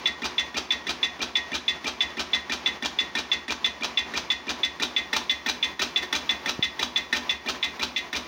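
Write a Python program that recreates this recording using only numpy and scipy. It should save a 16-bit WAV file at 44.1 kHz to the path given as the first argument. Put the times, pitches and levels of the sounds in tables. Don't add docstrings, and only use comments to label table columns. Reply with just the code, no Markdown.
import sys
import numpy as np
from scipy import signal
from scipy.fft import rfft, irfft
from scipy.io import wavfile

SR = 44100
rng = np.random.default_rng(int(sys.argv[2]) if len(sys.argv) > 2 else 0)


def int16_out(signal):
    q = np.round(np.clip(np.atleast_2d(signal).T, -1, 1) * 32767)
    wavfile.write(sys.argv[1], SR, q.astype(np.int16))


def voltage_ratio(decibels):
    exponent = np.asarray(decibels, float) / 20
    return 10 ** exponent


N = 364707
LEAD = SR // 2

# start_s, return_knock_db, tick_db
TURNS = [(0.0563, -32.5, -26), (0.3802, -34, -23), (0.7051, -28.5, -21.5), (1.0287, -39.5, -23),
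         (1.3535, -33.5, -26), (1.6793, -30.5, -25), (2.005, -33.5, -23), (2.3319, -29.5, -24),
         (2.6591, -28.5, -24.5), (2.9867, -24, -29), (3.315, -28, -25), (3.6434, -38.5, -26),
         (3.9723, -29, -27), (4.301, -39, -23), (4.6318, -29, -19.5), (4.9627, -21, -32.5),
         (5.2946, -23, -22.5), (5.6262, -24.5, -20), (5.9592, -21, -24), (6.2916, -24.5, -25.5),
         (6.6246, -24, -30.5), (6.9589, -19.5, -28.5), (7.293, -33.5, -23.5), (7.6266, -29.5, -29.5),
         (7.9607, -25, -28)]

# frequency_hz, density_db (per Hz)
FLAME = [(30, -41), (60, -28), (100, -15.5), (160, -4), (247, -1.5), (491, -4), (975, -3), (1530, -7),
         (1900, -4), (3030, -10), (6020, -16.5), (7000, -21.5), (8000, -41), (12500, -50)]
# frequency_hz, width_hz, level_db
BURNER = [(362, 25, -4), (1000, 40, -3), (1125, 40, -4), (875, 40, -7), (5604, 14, -3), (715, 40, -8)]

# frequency_hz, level_db, t60_s, build_up_ms
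ROD = [(3486, -1.5, .05, .5), (3454, -13, .3, .5), (3475, -5, .13, .5), (3553, -13, .07, .5),
       (3408, -17, .12, .5), (3341, -12, .04, .5)]
BEAM_PAIRS = [(2048, 1, .21, 9), (2062, -5.5, .3, 9), (2021, -3, .13, .6), (1888, -4.5, .42, 18),
              (1875, -7.5, .3, 18)]
FLOORBOARD = [(71, 1, .21, 14), (56, -8, .17, 14), (82, -8, .14, 14)]
BEAM = [(1829, -9.5, 0.18, .6), (1927, -4, 0.043, 0.88), (2144, -6, 0.096, 0.44), (2354, -2.5, 0.068, 0.63),
        (2473, -8, 0.21, 2.8), (2543, -3.5, 0.086, 0.63), (2685, -12, 0.17, .6), (2717, -1.5, 0.07, 0.53),
        (2890, -6, 0.056, 0.98), (3130, -7.5, 0.082, 0.4), (3606, -6, .1, .6), (3773, -9, .14, .6),
        (3928, -3, .07, .6), (4195, -14, .22, .6), (4660, -22.5, 0.066, .6), (5300, -11.5, 0.04, 0.76),
        (1430, -23.5, 0.054, .6)]
LATCH = [(6200, -4, .03, .5), (5850, -6, .04, .5), (4400, -5, .04, .5), (12670, -38, .03, .8),
         (14700, -42, .03, .8)]
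BENCH = [(245, 0, .16, 3), (292, -5, .1, 3), (362, -7, .14, 3), (432, -11, .1, 3), (175, -11, .1, 5),
         (600, -11, .1, 2.5), (760, -12, .1, 2.5)]
CRANK = [(1824, -1.5, .09, .4), (2007, -6, .07, .4), (2142, -8, .06, .4), (3472, -3, .08, .4),
         (3919, -11, .06, .4), (1448, -12, .07, .6), (893, -17, .12, .8), (2551, -12, .06, .4),
         (5604, -19, .15, 1.5), (8963, -33, .04, .4), (14700, -42, .04, .4)]
LEVER = [(2366, -2.5, 0.04, 2.5), (2435, -7, 0.098, 8.3), (2786, -13.5, 0.06, 0.51),
         (1310, -14.5, 0.065, 5.5)]
PIN = [(3960, -11, 0.15, .4), (3570, -5.5, 0.055, .4), (4210, -3.5, 0.03, .4), (6800, -22, 0.03, .4)]

# turn_share (0 to 1), level_db
THUMPS = [
    (0.1, -41),
    (.575, -40),
    (.735, -45),
    (0.27, -52),
]
# turn_share (0 to 1), level_db (over its column), part (modes),
# column (index in crank_turns() rows; None = always alike)
CONTACTS = [
    (0.048, -34, LATCH, None),
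    (0.058, -40.5, BENCH, None),
    (.502, 2, CRANK, 2),
    (.578, -3, PIN, 4),
    (.505, -32.5, BENCH, None),
    (.56, -34.5, BENCH, None),
    (.64, -35, BENCH, None),
    (.7, -42, BENCH, None),
    (.15, -44, BENCH, None),
]
# start_s, level_db
STRAY = [
    (6.021, -29),
    (6.027, -28.5),
    (0.87, -40),
    (2.1, -40),
]
# frequency_hz, density_db (per Hz)
RATTLE = [(180, -35.5), (300, -6), (978, -5), (1300, -3), (1580, -2), (2440, -9), (2700, -4), (3890, -3),
          (5610, -5), (7200, -14.5), (7820, -20), (8940, -36), (16000, -45)]
# frequency_hz, width_hz, level_db
LOOSE = [(1280, 120, -5), (2535, 110, -1), (3060, 520, -8.5), (3330, 250, -5), (3870, 88, -0.5),
         (4860, 190, -8), (5500, 25, -12), (6110, 230, -4.5), (895, 82, -2.5), (6890, 170, -8),
         (408, 39, -8)]
# frequency_hz, width_hz, level_db
CAPSULE = [(9020, 1040, 9), (12200, 1100, -4.5)]


def at_hz(points, hz):
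    corner_hz, corner_db = np.array(points)[:, 0], np.array(points)[:, 1]
    return np.interp(np.log(hz + 1), np.log(corner_hz), corner_db)


def rms_one(x):
    return x / np.sqrt(np.mean(x ** 2) + 1e-20)


def colour(x, spectrum, peaks):
    hz = np.fft.rfftfreq(8192, 1 / SR)
    lift = 1 + sum(voltage_ratio(db + 9.5) ** 2 / (1 + (2 * (hz - at) / width) ** 2) for at, width, db in peaks)
    cepstrum = irfft(np.log(voltage_ratio(at_hz(spectrum, hz)) * np.sqrt(lift)))
    cepstrum[1:4096] *= 2
    cepstrum[4097:] = 0
    response = rms_one(irfft(np.exp(rfft(cepstrum)))) / np.sqrt(8192)
    return signal.oaconvolve(x, response)[:len(x)]


def clicks(times_s, gains):
    train = np.zeros(N + LEAD)
    at = (np.asarray(times_s) * SR + LEAD).astype(int)
    inside = at < N + LEAD
    np.add.at(train, at[inside], np.asarray(gains)[inside])
    return train


def strike(modes, times_s, level_db, uneven):
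    t = np.arange(SR // 2) / SR
    hz, db, t60_s, rise_ms = np.transpose(modes)[:, :, None]
    envelope = voltage_ratio(db - 60 * t / t60_s) * (1 - np.exp(-1000 * t / rise_ms))
    rings = envelope * np.sin(2 * np.pi * hz * t)
    same = (-1) ** np.arange(len(modes))
    blows = (same + uneven * rng.standard_normal((len(times_s), len(modes)))) @ rings
    out = np.zeros(N + LEAD + SR)
    starts = (np.asarray(times_s) * SR + LEAD).astype(int)
    for at, gain, blow in zip(starts, voltage_ratio(level_db), blows):
        out[at:at + len(blow)] += gain * blow
    return out[:N + LEAD]


def slower_ms(length_s):
    return 1000 * length_s - 328.4


def crank_turns():
    rows = np.array([TURNS[0]] + TURNS)
    rows[0, 0] = 2 * rows[1, 0] - rows[2, 0]
    start_s, knock_db, tick_db = rows.T
    length_s = np.diff(start_s)
    length_s = np.append(length_s, length_s[-1])
    clink_db = -16 - 0.06 * slower_ms(length_s)
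    ping_db = -21.3 + 0.13 * (knock_db + 28)
    rattle_db = -25.5 - 0.68 * (tick_db + 25)
    return np.transpose([start_s, clink_db, knock_db, ping_db, tick_db, rattle_db]), length_s


def flame():
    t = np.arange(N) / SR
    flutter = np.interp(t * 25, np.arange(N // 1000), rng.standard_normal(N // 1000))
    roar = colour(rng.standard_normal(N + LEAD), FLAME, BURNER)[LEAD:]
    rows, length_s = crank_turns()
    turn_edges_s = np.append(rows[:, 0], rows[-1, 0] + length_s[-1])
    crank = np.interp(t, turn_edges_s, np.arange(len(rows) + 1))
    draught_db = 0.5 * np.cos(2 * np.pi * (crank - 1))
    return roar * voltage_ratio(-42 + draught_db + 2.24 * flutter)


def rod_clink():
    rows, _ = crank_turns()
    hidden_db = 7 * np.clip(rows[:, 0] - 7.16, 0, None)
    return strike(ROD, rows[:, 0] + 0.00055, rows[:, 1] + 2.2 - hidden_db, uneven=0.045)


def beam_beating():
    rows, length_s = crank_turns()
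    at_centre = rows[:, 0] + .0008
    beam_db = rng.normal(-27, .7, len(rows))
    out = strike(BEAM_PAIRS[:3], at_centre, beam_db, uneven=.2)
    low_db = 1.0 + beam_db - .5 * slower_ms(length_s)
    return out + strike(BEAM_PAIRS[3:], at_centre, low_db, uneven=.15)


def beam_ring():
    rows, _ = crank_turns()
    return strike(BEAM, rows[:, 0] + .0008, rng.normal(-26, 0.62, len(rows)), uneven=0.22)


def linkage_contacts():
    rows, length_s = crank_turns()
    out = np.zeros(N + LEAD)
    for share, db, part, column in CONTACTS:
        level_db = db + (rows[:, column] if column else rng.normal(0, .8, len(rows)))
        out += strike(part, rows[:, 0] + share * length_s, level_db, uneven=0.23)
    return out


def piston_thumps():
    rows, length_s = crank_turns()
    out = np.zeros(N + LEAD)
    for share, db in THUMPS:
        level_db = db + rng.normal(0, .8, len(rows))
        out += strike(FLOORBOARD, rows[:, 0] + share * length_s, level_db, uneven=0.22)
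    return out


def lever_ping():
    rows, length_s = crank_turns()
    held = .0011 * np.clip(rows[:, 2] + 34, 0, 12)
    return strike(LEVER, rows[:, 0] + (.541 + held) * length_s, rows[:, 3] + 4, uneven=0.16)


def rattle():
    rows, length_s = crank_turns()
    start_s, clink_db, knock_db, _, tick_db, rattle_db = rows.T
    stray_s, stray_db = np.transpose(STRAY)
    t = np.arange(SR // 4) / SR
    burst = np.clip(t / 0.0021, 0, 1)
    shape = burst * voltage_ratio(-60 * np.clip(t - 0.0064, 0, None) / 0.077)

    trail = clicks(start_s + 0.0056 * length_s, voltage_ratio(clink_db - 18))
    trail += clicks(start_s + 0.041 * length_s, voltage_ratio(clink_db - 15.5))
    starts = clicks(start_s + .503 * length_s, voltage_ratio(knock_db - 6.5))
    starts += clicks(start_s + 0.573 * length_s, voltage_ratio(tick_db - 4))
    starts += clicks(start_s + .603 * length_s, voltage_ratio(rattle_db - 2.5))
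    starts += clicks(stray_s, voltage_ratio(stray_db - 9.5))

    touches_per_s = 5000
    touches = (rng.random(N + LEAD) < touches_per_s / SR) * rng.standard_normal(N + LEAD)
    touches = colour(rms_one(touches), RATTLE, LOOSE)
    light = signal.sosfilt(signal.butter(2, 1500, "high", fs=SR, output="sos"), touches)
    full_runs = signal.oaconvolve(starts, shape)[:N + LEAD] * touches
    return full_runs + signal.oaconvolve(trail, shape)[:N + LEAD] * light


def stray_slips():
    stray_s, stray_db = np.transpose(STRAY)
    return strike(CRANK + PIN + BENCH[2:4], stray_s, stray_db - 3.5, uneven=.5)


def workshop(x):
    t = np.arange(SR // 2) / SR
    echoes = rng.standard_normal(len(t)) * voltage_ratio(-60 * t / 0.29) * (t > .004)
    echoes = signal.sosfilt(signal.butter(1, 13900, fs=SR, output="sos"), echoes)
    return x + voltage_ratio(-8.5) * signal.oaconvolve(x, echoes / np.linalg.norm(echoes))[:len(x)]


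def housing_bump():
    start_s, level_db, pitch_hz = 6.5922, -17.5, 310
    t = np.clip(np.arange(N) / SR - start_s, 0, None)
    phase = 2 * np.pi * pitch_hz * t / (1 + 130 * t) + .7 * (t > 0)
    pulse = -voltage_ratio(level_db - 60 * t / .02) * np.sin(phase)
    return signal.sosfilt(signal.butter(2, 900, fs=SR, output="sos"), pulse)


def scene():
    near = rod_clink() + beam_beating() + piston_thumps()
    in_room = beam_ring() + linkage_contacts() + lever_ping() + rattle() + stray_slips()
    engine = (workshop(in_room) + near)[LEAD:]
    return (flame() + engine + housing_bump())[None]


def low_pass(x):
    return signal.sosfilt(signal.butter(12, 16670, fs=SR, output="sos"), x)


def record(dry):
    aim = np.interp(np.arange(N) / SR, [4.4, 5.4], [0, 1])
    treble = dry.copy()
    for hz, width_hz, db in CAPSULE:
        treble = treble + voltage_ratio(db) * signal.lfilter(*signal.iirpeak(hz, hz / width_hz, SR), dry)
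    treble = signal.sosfilt(signal.butter(4, 7500, "high", fs=SR, output="sos"), treble)
    port = signal.lfilter(*signal.iirpeak(15300, 13, SR), dry + treble)
    mix = dry + treble * voltage_ratio(1.06 + 0.3 * aim) + port * voltage_ratio(10.5 + 5 * aim)
    mix = signal.sosfilt(signal.butter(2, 40, "high", fs=SR, output="sos"), mix)
    mix = signal.sosfilt(signal.cheby2(14, 60, 16700, fs=SR, output="sos"), mix)
    return low_pass(mix)


dry = scene()
out = record(dry)
int16_out(out)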